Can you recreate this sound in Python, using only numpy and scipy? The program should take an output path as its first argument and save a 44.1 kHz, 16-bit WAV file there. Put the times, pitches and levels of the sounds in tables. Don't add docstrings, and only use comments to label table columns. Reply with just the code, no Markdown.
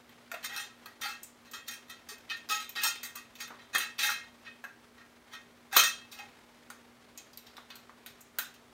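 import sys
import numpy as np
from scipy import signal
from scipy.fft import rfft, irfft
from scipy.io import wavfile

SR = 44100
rng = np.random.default_rng(int(sys.argv[2]) if len(sys.argv) > 2 else 0)


def to_wav(sig):
    pcm = np.clip(np.atleast_2d(sig), -1, 1) * 32767
    pcm = np.round(pcm).astype(np.int16)
    wavfile.write(sys.argv[1], SR, pcm.T)


N = 384993

# f/Hz, relative level/dB
AIR_COLOUR = [(15, -51), (25, -24), (59, -12.5), (206, -16.5), (242, -4.5), (270, -14.5), (394, -11),
              (1610, -19.5), (1740, -19.5), (2110, -18.5), (2610, -25.5), (3620, -25), (3920, -26),
              (9070, -32.5), (16000, -36.5)]
# f/Hz, rms level/dB
HUM_PARTIALS = [(120, -82), (239.6, -66), (298, -78.5), (395, -78.5)]
# f/Hz, relative level/dB
RUB_COLOUR = [(25, -12), (65, -2), (150, -1.5), (500, -1), (1200, 1), (3500, -6), (7000, -15),
              (16000, -27)]
# middle t/s, length/s, level/dB
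RUB_SWELLS = [(.6, 0.96, -65), (2.4, 1, -65), (3.603, 0.36, -65), (4.25, 0.5, -64.5), (6.25, 0.58, -62),
              (7.594, 0.72, -68.5)]
# t/s, mid level/dB, low knock/dB re mids, treble/dB re mids, ping f/Hz
NIPPLE_TICKS = [ (.093, -61, 1, -3, 3540), (.316, -44, 6, -2, 1440), (.341, -47, 4.5, -7, 2580),
                (.8584, -48.5, 2, -2.5, 4050), (1.2319, -61, -18, 18, 7950), (1.514, -57, -11, 5, 14200),
                (2.182, -68, -9, 6, 14200), (2.693, -49, -32, 7.5, 13740), (2.955, -48, -12, -7.5, 3470),
                (3.156, -48.5, -17, 6, 10500), (3.3541, -51.5, -24, -7, 14240), (3.477, -57.5, 3, 2, 14000),
                (3.7829, -38.5, -4, 6.5, 9600), (4.64, -53, 12.5, -3.5, 12300),
                (5.765, -30.5, -9, 11, 13770), (6.7018, -53, 0.5, 1.5, 9700),
                (7.1757, -48, -26.5, -0.5, 7200), (7.332, -57, -15, -5, 4970),
                (7.374, -50.5, -39, 6, 13300), (7.467, -54, -14, -9, 4960), (7.568, -49.5, -9, -9, 3960),
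                (7.7032, -49, -5, -10.5, 3700), (7.755, -53.5, -5, 2, 13400), (8.0619, -49, -4, 2.5, 4160),
                (8.2077, -68, -23, 14, 7500), (8.3862, -36, -9, 6.5, 14100)]
# f/Hz, relative level/dB, t60/s
WHEEL_MODES = [(831, -10.5, 0.22), (1160, -6.5, 0.15), (1303.5, -2, 0.28), (1399, -4, 0.21),
               (1613, -2, 0.31), (1867.6, 3, 0.31), (2125, -7.5, 0.44), (2540, 3.5, 0.15), (2626, -6, 0.48),
               (3172, -4, 0.18), (3226, -5, 0.43), (3500, -31.5, 0.078), (3626, 0, 0.19), (3958, 2, 0.066),
               (4135, -4.5, 0.19), (4630, 0, 0.12), (5210, -10.5, 0.23), (5280, -8.5, 0.12),
               (5465, -3, 0.12), (5845, 0, 0.098), (6280, -6.5, 0.22), (6650, -2, 0.2), (7260, -7.5, 0.25),
               (8180, -6.5, 0.12), (8830, -1, 0.073), (9550, -4, 0.088), (11160, -11.5, 0.075),
               (11600, -4, 0.042), (12730, -15, .1), (14800, -6.5, .12)]
# f/Hz, relative level/dB
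CRACK_COLOUR = [(100, -41.5), (350, -6.5), (650, -10.5), (1000, -1.5), (1500, 4), (2100, 1.5), (3800, 0),
                (5200, -3), (6600, 0), (10300, -9.5), (14000, 1.5), (16000, -6.5)]
# f/Hz, t60/s
ROOM_DECAY = [(200, 0.27), (1000, 0.29), (3000, 0.39), (7000, 0.32), (15000, 0.17)]
# t/s, level/dB, f/Hz, width/Hz
RIM_KNOCKS = [(.318, -52, 680, 63), (.338, -46, 663, 57), (.57, -52, 824, 36), (1.05, -47, 821, 32),
              (2.115, -57, 424, 40), (2.312, -41, 1824, 21), (2.503, -37.5, 1285, 16.4),
              (2.772, -37.5, 1863, 17), (2.85, -41.5, 910, 68.5), (3.505, -46.5, 1070, 670),
              (3.752, -60, 388, 24), (3.755, -28, 1842, 73), (4.091, -33, 1380, 160),
              (4.648, -44, 1610, 80), (5.729, -40, 789.3, 25.1), (5.7649, -23.5, 1310, 300),
              (5.768, -37.5, 534.6, 170), (5.768, -24, 3950, 230), (6.19, -50, 803, 33),
              (6.703, -48, 1440, 440), (7.58, -49, 1170, 760), (7.895, -51, 1160, 670),
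              (8.386, -37, 1470, 280)]
# t/s, mid level/dB, low knock/dB re mids, treble/dB re mids,
# chatter decay/s, slide lead/s, rebound delay/s (0 = no slide or no rebound)
SPOKE_CLATTERS = [ (.442, -43, -4.5, -2.5, 0.013, 0.014, 0), (.495, -50.5, 4, -11, .055, 0, 0),
                  (.563, -43, -2.5, -5, 0.017, 0.041, 0.034), (1.015, -45, -3.5, -5, 0.0095, 0.0026, 0),
                  (1.0349, -41, -0.5, -9, .028, 0.0024, 0.054), (1.45, -65, -2, -11, .015, 0, 0.004),
                  (1.535, -50, -1, -7.5, .007, 0.00056, 0.0021),
                  (1.681, -45.5, -6.5, -3, 0.0079, 0.016, 0.03), (1.898, -51.5, -2.5, -6, 0.0059, 0.015, 0),
                  (2.088, -51.5, -4.5, -4, 0.024, 0, 0.0013),
                  (2.299, -42.5, -8, -20.5, 0.013, 0.0065, 0.00086),
                  (2.369, -57.5, -22, -9, 0.0055, 0.0047, 0), (2.497, -34.5, -7, -8, 0.048, 0.0077, .105),
                  (2.758, -42, -6, -15.5, 0.029, 0.0043, 0.0015), (2.835, -32, -4.5, -2, 0.036, .029, 0),
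                  (3.032, -50, -1.5, 2, 0.016, 0.0022, 0.00092), (3.153, -51, 0.5, -7, 0.025, 0, 0),
                  (3.404, -47.5, -6, -6, 0.013, 0.018, 0.0013),
                  (3.589, -62.5, -4, -33, 0.0062, 0.0016, 0.00059), (3.7497, -34, 0, -8, .011, .018, .05),
                  (3.99, -36.5, -10.5, -10.5, 0.025, 0.0071, 0.00069),
                  (4.028, -32.5, -4, -5, 0.051, 0, 0.068), (4.463, -52, -2, -30.5, 0.0051, .02, 0),
                  (4.981, -66, 5.5, -16, 0.023, 0.0024, 0), (5.333, -51, -0.5, -13.5, 0.013, 0.021, 0),
                  (5.728, -45.5, 5, -4.5, 0.027, 0.014, 0.00082),
                  (5.767, -23.5, -6.5, -4, 0.03, 0.023, 0.068),
                  (6.119, -55.5, -9, -4, .012, 0.0038, 0.0046), (6.189, -50.5, -4, -13, 0.0078, 0.023, 0),
                  (8.541, -64, -17, -5, .004, 0, 0)]

CUTOFF_HZ = 15850
SIZE = 24576
T, HZ = np.arange(SIZE) / SR, np.fft.rfftfreq(2 * SIZE, 1 / SR)
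SCENE_T = np.arange(N) / SR


def amp(db):
    return 10 ** (np.asarray(db) / 20)


def unit(x):
    return x / np.sqrt(np.sum(x ** 2) + 1e-20)


def curve(points, hz):
    f, value = np.transpose(points)
    return np.interp(np.log(hz + 1), np.log(f + 1), value)


def spectrum(x):
    return rfft(x, 2 * SIZE)


def add(mix, s, sound):
    part = mix[max(round(s * SR), 0):][:len(sound)]
    part += sound[:len(part)]


def noise(points):
    colour = amp(curve(points, np.fft.rfftfreq(N, 1 / SR)))
    return unit(irfft(rfft(rng.standard_normal(N)) * colour, N)) * np.sqrt(N)


def drift(per_s):
    position = np.arange(N) * per_s / SR
    count = int(position[-1]) + 2
    return np.interp(position, np.arange(count), rng.standard_normal(count))


def room_tone(air_db=-62.5, waver_rad=0.124):
    hum = sum(amp(db) * np.sqrt(2) * np.sin(2 * np.pi * hz * SCENE_T + waver_rad * drift(per_s=15))
              for hz, db in HUM_PARTIALS)
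    return amp(air_db) * noise(AIR_COLOUR) + hum


def handling(holding_db=-65.5, grain_db=3):
    swells = sum(amp(db) ** 2 * np.exp(-(2 * (SCENE_T - s) / length_s) ** 2)
                 for s, length_s, db in RUB_SWELLS)
    envelope = np.sqrt(amp(holding_db) ** 2 + swells)
    return noise(RUB_COLOUR) * envelope * amp(grain_db * drift(per_s=110))


def wheel_modes(neighbours_db=-7, spread=0.024, jitter=0.008):
    hz, db, t60 = np.transpose(WHEEL_MODES)[:, :, None]
    tunings = 1 + np.linspace(-spread, spread, 4)[:, None, None]
    tunings = tunings + jitter * rng.uniform(-1, 1, (4, len(hz), 1))
    decay = amp(db - 60 * T / t60)
    neighbours = [amp(neighbours_db) * decay * np.exp(2j * np.pi * hz * ratio * T) for ratio in tunings]
    return np.vstack([decay * np.exp(2j * np.pi * hz * T)] + neighbours)


def radiation(corner_hz=170):
    return (1j * HZ / (corner_hz + 1j * HZ)) ** 2


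def strike(modes, ring_db, crack_s, held_s, scatter_db=2, flex=0.0033, edge=1.94, edge_s=0.00027):
    spot = amp(scatter_db * rng.standard_normal(len(modes)))
    spot = spot * np.exp(2j * np.pi * rng.random(len(modes)))
    bend = 1 + flex * rng.standard_normal()
    ring = np.interp(T * bend, T, (spot @ modes).real)
    ring *= np.exp(-T / held_s)
    fade = np.exp(-T / crack_s) + edge * np.exp(-T / edge_s)
    crack = irfft(spectrum(rng.standard_normal(SIZE) * fade) * amp(curve(CRACK_COLOUR, HZ)))
    return (spectrum(unit(crack)) + amp(ring_db) * spectrum(unit(ring))) * radiation()


def room(tail_db, early_db, early_s=0.0063, echoes_per_s=3000, bloom_s=0.0053):
    hz, t, wash = signal.stft(rng.standard_normal(SIZE), SR, nperseg=256)
    decay = amp(-60 * t / curve(ROOM_DECAY, hz)[:, None])
    tail = signal.istft(wash * decay, SR, nperseg=256)[1][:SIZE]
    tail *= 1 - np.exp(-T / bloom_s)
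    early = rng.standard_normal(SIZE) * (rng.random(SIZE) < echoes_per_s / SR) * np.exp(-T / early_s)
    return spectrum((T == 0) + amp(early_db) * unit(early) + amp(tail_db) * unit(tail))


def voice(blow, db, knock_db, treble_db, attack_s, soft_hz=3600, softness=0.65):
    octaves_up = np.log2(1 + (HZ / soft_hz) ** 4) / 4
    dull = amp(softness * min(treble_db, 0) * np.minimum(octaves_up, 1))
    low = 1 / (1 + (HZ / 2150) ** 8)
    high = 1 - 1 / (1 + (HZ / 6900) ** 6)
    crossover = np.array([low, 1 - low - high, high * (HZ < CUTOFF_HZ)])
    bands = irfft(blow * dull * crossover)[:, :SIZE]
    attack_rms = np.sqrt(np.mean(bands[:, T < attack_s] ** 2, axis=1))
    gains = amp(db + np.array([knock_db, 0, treble_db])) / attack_rms
    return gains @ bands


def nipple_ticks(modes, ping_width_hz=900, ping_db=7):
    out = np.zeros(N)
    for s, db, knock_db, treble_db, ping_hz in NIPPLE_TICKS:
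        ping = 1 + amp(ping_db) / (1 + 2j * (HZ - ping_hz) / ping_width_hz)
        blow = ping * strike(modes, ring_db=-3.5, crack_s=0.0054, held_s=0.019)
        blow *= room(tail_db=-0.5, early_db=3)
        add(out, s, voice(blow, db, knock_db, treble_db, attack_s=0.0059))
    return out


def rim_knocks(skirt_widths=3, attack_s=0.015):
    out = np.zeros(N)
    for s, db, hz, width_hz in RIM_KNOCKS:
        offset = 2j * (HZ - hz) / width_hz
        resonance = 1 / (1 + offset) / (1 + offset / skirt_widths)
        knock = irfft(resonance * radiation() * room(tail_db=0.5, early_db=3))[:SIZE]
        attack_rms = np.sqrt(np.mean(knock[T < attack_s] ** 2))
        add(out, s, amp(db) * knock / attack_rms)
    return out


def chatter(modes, db, knock_db, treble_db, chatter_s, build_s,
            contacts_per_s=1300, bounce=0.24, soft_s=0.0056, uneven_db=3):
    sizes = amp(uneven_db * np.minimum(rng.exponential(1, SIZE), 4)) * rng.choice([-1, 1], SIZE)
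    contacts = (rng.random(SIZE) < contacts_per_s / SR) * rng.uniform(0.13, 1, SIZE) * sizes
    vigour = T ** 2 / (T ** 2 + build_s ** 2) * np.exp(-(T / chatter_s) ** 2 / 2)
    first_hit = (T == 0) * np.exp(-(build_s / soft_s) ** 2)
    force = spectrum(first_hit + bounce * contacts * vigour)
    blow = force * strike(modes, ring_db=4.5, crack_s=0.0036, held_s=0.066)
    blow *= room(tail_db=-3, early_db=4)
    return voice(blow, db, knock_db, treble_db, attack_s=0.044)


def spoke_clatters(modes, typical_blow_db=-40.5, typical_slide_db=-47, rebound_loss_db_per_s=113):
    out = np.zeros(N)
    for s, db, knock_db, treble_db, chatter_s, slide_s, rebound_s in SPOKE_CLATTERS:
        build_s = 0.0021 * 2 ** (-treble_db / 13.5)
        add(out, s, chatter(modes, db, knock_db, treble_db, chatter_s, build_s))
        if slide_s > 0:
            slide_db = typical_slide_db + 0.83 * (db - typical_blow_db)
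            slide_treble_db = min(treble_db, -9)
            slide = chatter(modes, slide_db, knock_db, slide_treble_db, slide_s, build_s=0.008)
            add(out, s - slide_s, slide)
        if rebound_s > 0:
            rebound_db = db - rebound_loss_db_per_s * rebound_s
            rebound = chatter(modes, rebound_db, knock_db, treble_db, chatter_s=0.031, build_s=0.0016)
            add(out, s + rebound_s, rebound)
    return out


def scene():
    modes = wheel_modes()
    metal = spoke_clatters(modes) + nipple_ticks(modes) + rim_knocks()
    return (metal + handling() + room_tone())[None]


def record(dry, low_cut_hz=36):
    low_cut = signal.butter(2, low_cut_hz, "highpass", fs=SR, output="sos")
    high_cut = signal.firwin(511, CUTOFF_HZ, window=("kaiser", 9), fs=SR)
    return signal.oaconvolve(signal.sosfilt(low_cut, dry), high_cut[None], "same")


dry = scene()
out = record(dry)
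to_wav(out)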